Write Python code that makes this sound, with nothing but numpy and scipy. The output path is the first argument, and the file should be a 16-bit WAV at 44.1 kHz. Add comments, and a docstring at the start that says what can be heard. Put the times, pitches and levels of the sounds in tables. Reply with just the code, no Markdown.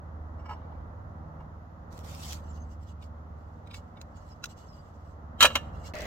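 """A metal camping pot is nudged into place on its burner stand in a wood; its lid, pulled out of dry leaves,
clinks in the hand, has its wire loop flipped up and clanks onto the pot: decaying modes plus a wash of noise.
Far off an engine idles as beating sine orders, small birds whistle faintly, and noise makes roar and rumble.
Leaves and sleeve are crackling noise. At the very end the microphone is suddenly close to the pot, which
hisses and ticks over the flame: grainy noise, short bursts and two resonances."""
import sys
import numpy as np
from scipy import signal
from scipy.fft import rfft, irfft, next_fast_len
from scipy.io import wavfile
from scipy.ndimage import uniform_filter1d, map_coordinates

SR = 44100
rng = np.random.default_rng(int(sys.argv[2]) if len(sys.argv) > 2 else 0)


def unload_wav(signal):
    """Save mono or channel-first audio to the path in sys.argv[1] as 16-bit WAV at rate SR, clipped to [-1, 1]."""
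    wavfile.write(
        sys.argv[1],
        SR,
        np.round(np.clip(np.atleast_2d(signal).T, -1, 1) * 32767).astype(np.int16),
    )


N = 267246


def amp(db):
    """Decibels to gain."""
    return 10 ** (np.asarray(db) / 20)


def unit(x):
    """Scale to rms 1."""
    return x / np.sqrt(np.mean(x ** 2) + 1e-20)


def clock():
    """The time of every sample in seconds."""
    return np.arange(N) / SR


def along(points, hz):
    """(Hz, value) points joined on a log frequency axis."""
    f, v = np.transpose(points)
    return np.interp(np.log(hz + 1), np.log(f + 1), v)


def curves(rows):
    """One value per sample for each column after the time."""
    s, *cols = np.transpose(rows)
    return [np.interp(clock(), s, c) for c in cols]


def wobble(rate):
    """A smooth random curve, rate knots a second."""
    return map_coordinates(rng.standard_normal(400), [clock() * rate], mode="mirror")


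def ripple(hz, depth_db):
    """Crowded resonances: random peaks and dips in dB, with knots 90 Hz apart."""
    return depth_db * map_coordinates(rng.standard_normal(300), [hz / 90], mode="mirror")


def filtered(x, response):
    """x times a response of frequency."""
    n = x.shape[-1]
    padded = next_fast_len(n + 8192)
    hz = np.fft.rfftfreq(padded, 1 / SR)
    return irfft(rfft(x, padded) * response(hz), padded)[..., :n]


def stereo(pair, colour, alike):
    """Two unrelated signals become left and right, jointly of rms 1, with a colour in dB and a likeness."""
    def mid_side_gains(hz):
        turn = np.arccos(np.clip(along(alike, hz), -1, 1)) / 2
        return amp(colour(hz)) * [np.cos(turn), np.sin(turn)]

    mid, side = filtered(pair, mid_side_gains)
    return unit(np.array([mid + side, mid - side]))


def rush(spectrum, alike):
    """Smooth coloured stereo noise."""
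    return stereo(rng.standard_normal((2, N)), lambda hz: along(spectrum, hz), alike)


def patches(x, depth_db):
    """Shifting, short-lived resonances: a random gain over frequency and time."""
    z = signal.stft(x, nperseg=512)[2]
    field = uniform_filter1d(rng.standard_normal(z.shape[1:]), size=5, axis=0)
    field = uniform_filter1d(field, size=6, axis=1)
    patched = signal.istft(z * amp(depth_db * unit(field)), nperseg=512)[1]
    return unit(patched[:, :N])


# Left-right likeness at the microphone, all but the closest metal: freq_hz, correlation
LIKENESS = [(60, 0.93), (130, 0.93), (290, 0.63), (640, 0.34), (1400, -0.31), (3000, -0.1), (8000, -0.016)]


def crackle(spectrum, rate, spread_db, smooth):
    """Millisecond grains of very unequal size and colour on a bed of smooth noise."""
    starts = rng.random(N) < rate / SR
    sizes = starts * amp(spread_db * np.minimum(rng.exponential(size=N), 3))
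    grains = unit(signal.lfilter([1], [1, -np.exp(-1 / (0.0021 * SR))], sizes))
    noise = (grains + smooth) * rng.standard_normal((2, N))
    return patches(stereo(noise, lambda hz: along(spectrum, hz), LIKENESS), depth_db=3)


def add(track, s, sound):
    """Mix a sound into the track at time s."""
    part = track[:, round(s * SR):][:, :sound.shape[1]]
    part += sound[:, :part.shape[1]]


def swell(s, db, half):
    """A bell-shaped rise and fall in amplitude around time s."""
    return amp(db) * np.exp(-.5 * ((clock() - s) / half) ** 2)


def strokes(rows, attack_s, t60):
    """Level of movements: each rises, holds until its length is over and dies away."""
    t = clock()
    level = np.zeros(N)
    for s, length, db in rows:
        fall_db = 60 * np.maximum(t - s - length, 0) / t60
        level += amp(db - fall_db) * np.clip((t - s) / attack_s, 0, 1)
    return level


def snaps(rows, spectrum, t60):
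    """Tiny dry cracks: bursts of noise that die at once."""
    track, t = np.zeros((2, N)), np.arange(SR // 50) / SR
    for s, db in rows:
        burst = stereo(rng.standard_normal((2, len(t))), lambda hz: along(spectrum, hz), LIKENESS)
        add(track, s, amp(db - 60 * t / t60) * burst)
    return track


# Left-right likeness of metal wash and simmer close by: freq_hz, correlation
NEAR_LIKENESS = [(130, 1), (640, .76), (1400, 0.73), (3100, -0.17), (15000, 0.59)]
# a faint lead-in swells before each contact
LEAD_IN_S = .04
# a contact that chatters for this long is loose and damps the metal less
LOOSE_S = 0.0196
# treble of a contact: dB gained per dB of force, and dB lost per dB of bass
TREBLE_PER_FORCE, TREBLE_PER_BASS = 0.29, 0.24
# the left port hears the metal first; its phase lead, half on each side, levels off for short waves
PORT_LEAD_S, MOST_APART_RAD = .00009, 0.99


def contacts(rows, modes, spectrum, wash_db, wash_t60, treble_db, damping, lead_in_db, lead_in_t60):
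    """Metal on metal: a faint lead-in, then clear modes and a wash of noise; chatter slows the early decay."""
    track, t = np.zeros((2, N)), np.arange(SR // 2) / SR - LEAD_IN_S
    hz, mode_db, t60 = np.transpose(modes)[:, :, None]
    hardest_db = max(row[1] for row in rows)
    apart = np.minimum(np.pi * hz * PORT_LEAD_S, MOST_APART_RAD)
    age = np.maximum(t, 0)
    lead_in = amp(lead_in_db + 60 * np.minimum(t, 0) / lead_in_t60)
    onset = lead_in + (1 - lead_in) * (1 - np.exp(-age / .0003))
    for s, db, bass_db, chatter in rows:
        # hard blows on the edge are bright, soft and flat ones dull
        high_db = treble_db + TREBLE_PER_FORCE * (db - hardest_db) - TREBLE_PER_BASS * bass_db
        tilt = lambda f: along([(700, bass_db), (2600, 0.0023), (7000, high_db)], f)
        # a firm contact shortens the ring
        grip = 1 + damping * np.exp(-chatter / LOOSE_S)
        fade = lambda life: amp(-60 * grip * (np.hypot(age, chatter) - chatter) / life)
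        # the shifting contact jostles the phase of every mode
        jostle = 0.03 * np.cumsum(rng.standard_normal((len(hz), len(t))), axis=1)
        phase = 2 * np.pi * (hz * t + rng.random(hz.shape)) + jostle
        partials = amp(mode_db + tilt(hz) + rng.normal(0, 2.4, hz.shape))
        ringing = partials * fade(t60)
        ring = np.array([(ringing * np.sin(phase + side * apart)).sum(0) for side in (1, -1)])
        ring *= np.sqrt(2) / np.linalg.norm(partials)
        colour = lambda f: along(spectrum, f) + tilt(f) + ripple(f, 4.5)
        wash = stereo(rng.standard_normal((2, len(t))), colour, NEAR_LIKENESS)
        sound = ring + amp(wash_db) * wash * fade(wash_t60)
        add(track, s - LEAD_IN_S, amp(db) * onset * sound / np.hypot(1, amp(wash_db)))
    return track


# Far engine's slow cycle: time_s, cycle_rate_hz
ENGINE_SPEED = [(0, 19.3), (.8, 19.85), (1.5, 19.3), (3, 18.8), (4, 18.98), (4.8, 18.1), (5.9, 18.8)]
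# How loud the firing tone arrives from far off: time_s, level_db
FIRING_LEVEL = [(0.0, -50.5), (0.13, -40.5), (1.8, -52), (2.11, -43.5), (2.57, -41.5), (4.1, -53),
                (4.6, -58), (5.57, -43.5), (5.92, -45)]
# The other orders before their joint levelling: multiple_of_cycle_rate, level_db
ENGINE_ORDERS = [(3, -22), (5, 3), (6, -22), (7, -10), (8, -3.5), (9, -8), (10, -13), (11, -23.5), (12, -8),
                 (13, -10), (14, -20), (16, -12.5), (17, -16)]
# Far roar of the open air: time_s, level_db
ROAR_LEVEL = [(0, -52.5), (.6, -51), (1.1, -51.5), (1.35, -50.5), (1.7, -54), (2.2, -50), (2.8, -54),
              (4.1, -54), (5, -55.5), (5.4, -49.5)]
# other orders: mean level, and the shares they follow of the dB swings of firing tone and roar
ORDERS_DB, ORDERS_FOLLOW, ORDERS_WITH_ROAR = -49.5, 0.14, 0.67


def engine():
    """Beating orders of a slow cycle: the fourth is the firing tone;
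    the rest swell mostly with the far roar, a little with it."""
    firing_db, = curves(FIRING_LEVEL)
    roar_db, = curves(ROAR_LEVEL)
    orders_db = ORDERS_DB + ORDERS_FOLLOW * (firing_db - firing_db.mean())
    orders_db += ORDERS_WITH_ROAR * (roar_db - roar_db.mean())
    angle = 2 * np.pi * np.cumsum(curves(ENGINE_SPEED)[0]) / SR
    others = np.zeros(N)
    for k, db in ENGINE_ORDERS:
        # the orders line up loosely, and each fades in and out on its long way
        lag = rng.normal(0, .55) + k * np.pi / 2 * (k > 5) + .15 * wobble(4)
        others += amp(db + 2.5 * wobble(5)) * np.cos(k * angle + lag)
    return amp(firing_db) * unit(np.cos(4 * angle)) + amp(orders_db) * unit(others)


# Colour of the far roar: freq_hz, density_db
ROAR_COLOUR = [(200, -16.5), (320, -6.5), (400, -4.5), (520, 1), (800, 0), (1050, -2), (1350, -2.5),
               (1600, -12.5), (2000, -16), (2500, -41), (4000, -54)]
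# Colour of the low rumble: freq_hz, density_db
RUMBLE_COLOUR = [(15, -23), (28, 0.5), (40, -5), (55, 10), (110, 0), (220, -4), (400, -19.5), (800, -67.5)]
# Colour of the thin hiss of air: freq_hz, density_db
AIR_COLOUR = [(800, -15), (2500, 9), (4500, 3.5), (7000, 1.5), (8500, -24.5), (10500, -9), (12500, -4),
              (16000, -13.5)]


def outdoors():
    """Open air as coloured noise: a low rumble and far roar that swell together, and a steady thin hiss."""
    roar_db, = curves(ROAR_LEVEL)
    roar = amp(roar_db + 0.7 * wobble(4.1)) * rush(ROAR_COLOUR, LIKENESS)
    rumble = amp(roar_db + 3 + 1.2 * wobble(6.6)) * rush(RUMBLE_COLOUR, LIKENESS)
    return roar + rumble + amp(-77.5) * rush(AIR_COLOUR, LIKENESS)


# Pot against its stand, near the microphone: start_s, level_db, bass_db, chatter_s
NUDGES = [(.395, -58, -14, 0.014), (.459, -47.5, -9, 0.0088), (.494, -39.5, -2, 0.013),
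          (.508, -38, 4, 0.025), (.533, -45, -8, .004), (1.405, -47, 14, 0.0088)]
# Modes of the pot: freq_hz, level_db, t60_s
POT_MODES = [(865, 0, 0.19), (963, 3.5, 0.065), (1042, 2.5, 0.096), (1300, -3, 0.09), (1670, -8.5, 0.059),
             (1960, -12.5, 0.054), (2250, -9.5, 0.14), (2820, -10, 0.099), (3030, -16, 0.11),
             (4590, -21, 0.091), (5510, -18, 0.15), (7550, -22, 0.095)]
# Colour of the gritty wash under the pot: freq_hz, density_db
GRIT_COLOUR = [(400, -13), (900, 6.5), (1400, -7), (2800, -11), (4000, -23), (7500, -36), (9000, -58),
               (16000, -33)]


def nudges():
    """The pot's modes and a gritty wash sound as it is pushed about on the stand."""
    return contacts(NUDGES, POT_MODES, GRIT_COLOUR, wash_db=-9.5, wash_t60=0.055,
                    treble_db=0, damping=1.2, lead_in_db=-6, lead_in_t60=0.055)


def woods(x):
    """Trunks scatter back a dull tail: noise dying by 60 dB in half a second."""
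    t = np.arange(SR) / SR
    colour = lambda hz: along([(500, -4.5), (3000, -5.5), (9000, -9.0)], hz)
    tail = stereo(rng.standard_normal((2, SR)), colour, LIKENESS) * amp(-60 * t / 0.5)
    return signal.fftconvolve(x, tail / np.linalg.norm(tail[0]), axes=1)[:, :N]


# Soft grating of the pot on the stand: start_s, length_s, level_db
SETTLING = [(.51, 0.22, -54.5)]


def settling():
    """Fine slips of the pot's base keep its modes faintly alive: crackle through the pot's resonances."""
    def ring(f):
        return sum(amp(db) / (1 + 1j * (f - hz) * np.pi * t60 / np.log(1000)) for hz, db, t60 in POT_MODES)

    colour = [(500, 15.5), (1100, -1), (3000, -5.0), (4500, -2.0), (8000, -27)]
    grating = filtered(crackle(colour, rate=400, spread_db=5.5, smooth=0.96), ring)
    return strokes(SETTLING, attack_s=0.035, t60=.6) * unit(grating)


# Lid gripped, dragged and pulled free of the leaves: start_s, length_s, level_db
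LEAF_STROKES = [(1.9, .11, -62.5), (2.03, 0.18, -53), (2.21, .13, -46)]
# Dry leaves snapping: start_s, level_db
LEAF_SNAPS = [(1.928, -52), (1.978, -44), (1.991, -45), (2.149, -41.5), (2.325, -31.5), (2.331, -31.5)]
# Colour of the dry leaves: freq_hz, density_db
LEAF_COLOUR = [(1060, -13), (1800, -4.5), (2780, -3), (3370, -3), (3970, -2.5), (6660, -2.5), (7640, -3),
               (9160, -13), (13500, -10), (15800, -14.5)]


def leaves():
    """The lid slides out of dry leaves in three ever stronger pulls: dense crackle and a few sharper snaps."""
    pulls = strokes(LEAF_STROKES, attack_s=0.026, t60=0.19)
    rustle = pulls * crackle(LEAF_COLOUR, rate=2000, spread_db=3, smooth=1.0)
    return rustle + snaps(LEAF_SNAPS, LEAF_COLOUR, t60=0.0097)


# Spells of light rubbing while the lid is handled: start_s, length_s, level_db
RUBBING = [(2.41, 0.15, -66.5), (3.35, 0.81, -82), (4.14, 0.19, -71.5), (4.55, 0.086, -64.5),
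           (4.7, 0.4, -75.5), (5.46, .06, -57.5), (5.72, 0.068, -69.5)]
# Single firmer brushes of sleeve and fingers: peak_s, level_db
BRUSHES = [(2.723, -67), (2.83, -69.5), (2.895, -62.5), (3.04, -62), (3.765, -55.5), (4.508, -59.5),
           (5.87, -49.5)]
# Colour of the sleeve, also of the hot metal's ticks: freq_hz, density_db
SLEEVE_COLOUR = [(1200, -22.5), (2300, -3), (4000, -3.5), (6000, -1.5), (7700, -2.5), (9000, -18.5),
                 (12000, -15), (16000, -18.5)]
BRUSH_HALF_S = 0.018


def brushes():
    """Sleeve and fingers rub over the lid: crackle in fluttering spells and short soft swells."""
    cloth = crackle(SLEEVE_COLOUR, rate=540, spread_db=3, smooth=2.2)
    rub = filtered(cloth, lambda hz: amp(ripple(hz, 4)))
    flutter_db = 2 * wobble(42)
    spells = strokes(RUBBING, attack_s=.03, t60=0.484) * amp(flutter_db)
    firm = sum(swell(s, db, BRUSH_HALF_S) for s, db in BRUSHES)
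    return (spells + firm) * unit(rub)


# Thin chirps of small birds far off in the trees: start_s, pitch_hz (at the start), level_db
CHIRPS = [(2.435, 6200, -62), (2.48, 7360, -62), (2.594, 6500, -62), (2.695, 6100, -66), (4.155, 6900, -67),
          (4.294, 5430, -59), (4.67, 5515, -60), (4.715, 5140, -64.5), (4.77, 4920, -67.5)]
CHIRP_S, CHIRP_FALL_HZ_PER_S = 0.05, 5450


def birds():
    """Short falling, wavering whistles, blurred by the trees with a noise tail."""
    track, age = np.zeros((2, N)), np.arange(int(CHIRP_S * SR)) / SR
    for s, start_hz, db in CHIRPS:
        hz = start_hz - CHIRP_FALL_HZ_PER_S * age + 110 * wobble(250)[:len(age)]
        whistle = np.sin(np.pi * age / CHIRP_S) * np.sin(2 * np.pi * np.cumsum(hz) / SR)
        add(track, s, amp(db) * whistle[None])
    t = np.arange(SR // 2) / SR
    # a dense early blur and a weaker, longer tail
    trees = rng.standard_normal((2, len(t))) * (amp(-60 * t / 0.017) + amp(-39 - 60 * t / 0.2))
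    return signal.fftconvolve(track, trees / np.linalg.norm(trees[0]), axes=1)[:, :N]


# Lid clinking in the hand, near the microphone: start_s, level_db, bass_db, chatter_s
CLINKS = [(3.026, -52.5, -22, 0.0032), (3.673, -54.5, -21, 0.0034), (3.711, -48, -8, .004),
          (3.743, -40, -9, 0.0037), (3.971, -52, 11, .008)]
# Modes of the lid held in the hand: freq_hz, level_db, t60_s
LID_MODES = [(1365, 3, 0.046), (2235, -5, 0.2), (2770, -5.5, 0.073), (3594, -1, 0.097), (3900, 3, 0.035),
             (4970, -5, 0.15), (6270, -15, 0.14), (6060, -24, 0.034), (7940, -8, 0.046)]
# Colour of the wash of the lid's sheet metal: freq_hz, density_db
SHEET_COLOUR = [(120, -21), (250, -5.5), (420, -9), (560, -6), (900, 3), (1350, 0.5), (1900, -5.5),
                (2800, 0.5), (4200, -7), (5000, -17.5), (5900, -12), (7500, -19), (10500, -24),
                (15500, -26)]


def clinks():
    """Small knocks ring the hand-held lid's modes over a wash of sheet metal."""
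    return contacts(CLINKS, LID_MODES, SHEET_COLOUR, wash_db=-0.5, wash_t60=0.069,
                    treble_db=-1.5, damping=1.1, lead_in_db=-7.5, lead_in_t60=.05)


# Wire loop clicking as it is flipped up: start_s, level_db, bass_db, chatter_s
LOOP_CLICKS = [(4.014, -41.5, -12, 0.00071), (4.44, -26.5, 7, .0015), (4.456, -38, -24, 0.0039)]
# Modes of the lid's wire loop: freq_hz, level_db, t60_s
LOOP_MODES = [(1420, -2, 0.024), (2670, -4, 0.016), (3990, 0, 0.014), (5000, -13, 0.014), (6540, -5, 0.015),
              (8140, -12, 0.016)]
# Colour of the wash of wire and rim: freq_hz, density_db
WIRE_COLOUR = [(500, -35.5), (1300, 2.5), (2500, 0.5), (4000, -1.5), (6500, 6), (8000, -10), (9500, -15.5),
               (16000, -12)]


def loop_clicks():
    """The flipped wire loop clicks with very short modes and a bright wash."""
    return contacts(LOOP_CLICKS, LOOP_MODES, WIRE_COLOUR, wash_db=-4, wash_t60=0.038,
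                    treble_db=1.5, damping=0.11, lead_in_db=-16, lead_in_t60=0.036)


# Lid landing and rattling on the pot: start_s, level_db, bass_db, chatter_s
CLANKS = [(5.406, -17.5, -5.5, 0.023), (5.426, -12, -7.5, 0.01), (5.445, -16.5, 9.5, .002),
          (5.452, -12.5, -0.5, 0.0035), (5.502, -36.5, 10, 0.0088), (5.554, -17.5, -2, 0.0015)]
# Modes of the lid on the pot: freq_hz, level_db, t60_s
LID_ON_POT_MODES = [(518, -8.5, 0.25), (573.7, -5, 0.19), (696, -14, 0.098), (856, -14.5, 0.046),
                    (1148, -1.5, 0.14), (1220, -9.5, 0.25), (1336, 3.5, 0.11), (1350, -5, 0.05),
                    (1682, -0.5, .15), (1757, -7.5, 0.26), (2154, -4, 0.099), (2500, -7.5, 0.031),
                    (2790, -12, 0.31), (2874, -1.5, 0.19), (3270, -10.5, .08), (3960, -6.5, 0.027),
                    (4420, -3.5, 0.07), (5500, -10.5, 0.051), (5620, -10, 0.14), (6210, -10, 0.086),
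                    (6940, -13.5, 0.14)]
# Modes of the lid's rim: freq_hz, level_db, t60_s
RIM_MODES = [(3163, -3.5, .11), (3140, 5, 0.13), (3923, -1, 0.14), (3980, -10.5, 0.08), (7240, -8, 0.09),
             (7480, -19, .08), (8600, -16.5, 0.081), (9270, -15.5, .05), (13800, -8.5, .04)]
# the rim's blows weaken once the lid seats: gains in dB before and after
SEATS_S, SEATING_S, FREE_RIM_DB, SEATED_RIM_DB = 5.44, 0.0091, 1.5, -8.5


def clank():
    """The lid lands in a quick rattle; its rim sounds strongly at first and weakly once it lies on the pot."""
    blow = dict(treble_db=1.5, damping=0.86, lead_in_db=-24, lead_in_t60=0.048)
    body = contacts(CLANKS, LID_ON_POT_MODES, SHEET_COLOUR, wash_db=3, wash_t60=0.11, **blow)
    rim_blows = []
    for s, db, bass_db, chatter in CLANKS:
        rim_db = np.interp(s, [SEATS_S, SEATS_S + SEATING_S], [FREE_RIM_DB, SEATED_RIM_DB])
        rim_blows.append((s, db + rim_db, bass_db, chatter))
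    rim = contacts(rim_blows, RIM_MODES, WIRE_COLOUR, wash_db=-14.0, wash_t60=0.054, **blow)
    return body + rim


# air shut in under the lid: pitch, level against the bass of the blow, decay
HOLLOW_HZ, HOLLOW_DB, HOLLOW_T60_S = 635, -9.5, 0.052


def hollow():
    """Once the lid closes the pot, each blow sounds the air inside as one decaying sine."""
    track, t = np.zeros((2, N)), np.arange(SR // 4) / SR
    tone = np.sin(2 * np.pi * HOLLOW_HZ * t)
    for s, db, bass_db, _ in CLANKS:
        if s >= SEATS_S:
            level = amp(db + bass_db + HOLLOW_DB - 60 * t / HOLLOW_T60_S)
            add(track, s, (level * tone)[None])
    return track


# Lid's edge singing as it is slid round: peak_s, pitch_hz, level_db, half_length_s
SQUEALS = [(5.752, 2750, -65.5, 0.0085), (5.812, 2820, -68, 0.014), (5.85, 2210, -56.5, 0.0046),
           (5.863, 2790, -56.5, 0.011)]


def squeals():
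    """Stick and slip keeps one mode of the lid sounding for a moment: a swelling, unsteady sine."""
    song = np.zeros(N)
    for s, hz, db, half in SQUEALS:
        song += swell(s, db, half) * np.sin(2 * np.pi * hz * clock() + .5 * wobble(60))
    return song


# Resonances of the simmering pot, heard close by: freq_hz, width_hz, level_db
SIMMER_RESONANCES = [(614, 57, -2.5), (1970, 180, -7)]
# Colour of the simmer's hiss: freq_hz, density_db
SIMMER_COLOUR = [(25, -6), (60, 8.5), (150, -4), (400, -5.5), (600, -16), (800, -10), (1400, -7.5),
                 (2000, -18.5), (2700, -15), (6000, -22.5), (9000, -37.5), (16000, -30)]
# Ticks of the hot metal: start_s, level_db
HEAT_TICKS = [(5.953, -39), (5.987, -43.5), (6.007, -37), (6.019, -39), (6.027, -45)]


def simmer():
    """The heated pot hisses as grainy noise and ticks, and its hollow sings as noise through resonances."""
    def resonance(f):
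        return sum(amp(db) * 1j * f * w / (c * c - f * f + 1j * f * w) for c, w, db in SIMMER_RESONANCES)

    flame = rush([(300, 7.5), (3000, -1), (6000, -17.0)], NEAR_LIKENESS)
    singing = amp(-41.0) * unit(filtered(flame, resonance))
    hiss = amp(-39) * crackle(SIMMER_COLOUR, rate=270, spread_db=7, smooth=2.1)
    return hiss + singing + snaps(HEAT_TICKS, SLEEVE_COLOUR, t60=0.014)


# the microphone is close to the pot from here on
CLOSE_S = 5.936


def scene():
    """Handling heard from above in the wood, then the simmer from close by."""
    metal = nudges() + settling() + clinks() + loop_clicks() + clank() + hollow() + squeals()
    # left and right trims in dB
    near = (metal + amp(-30) * woods(metal) + leaves() + brushes()) * amp([[-.7], [.7]])
    far = (engine() + outdoors() + birds()) * amp([[-.85], [.85]])
    # a few milliseconds of silence part the two positions
    before = np.clip((CLOSE_S - .007 - clock()) / .001, 0, 1)
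    after = np.clip((clock() - CLOSE_S) / .001, 0, 1)
    return before * (near + far) + after * simmer()


# middle of the treble cutoff
TOP_HZ = 15950


def record(dry):
    """The microphone's channel rounds off the highest peaks and keeps nothing above its band limit."""
    rounded = dry / (1 + (dry / .95) ** 6) ** (1 / 6)
    return filtered(rounded, lambda hz: np.clip((TOP_HZ - hz) / 250 + .5, 0, 1))


dry = scene()
out = record(dry)
unload_wav(out)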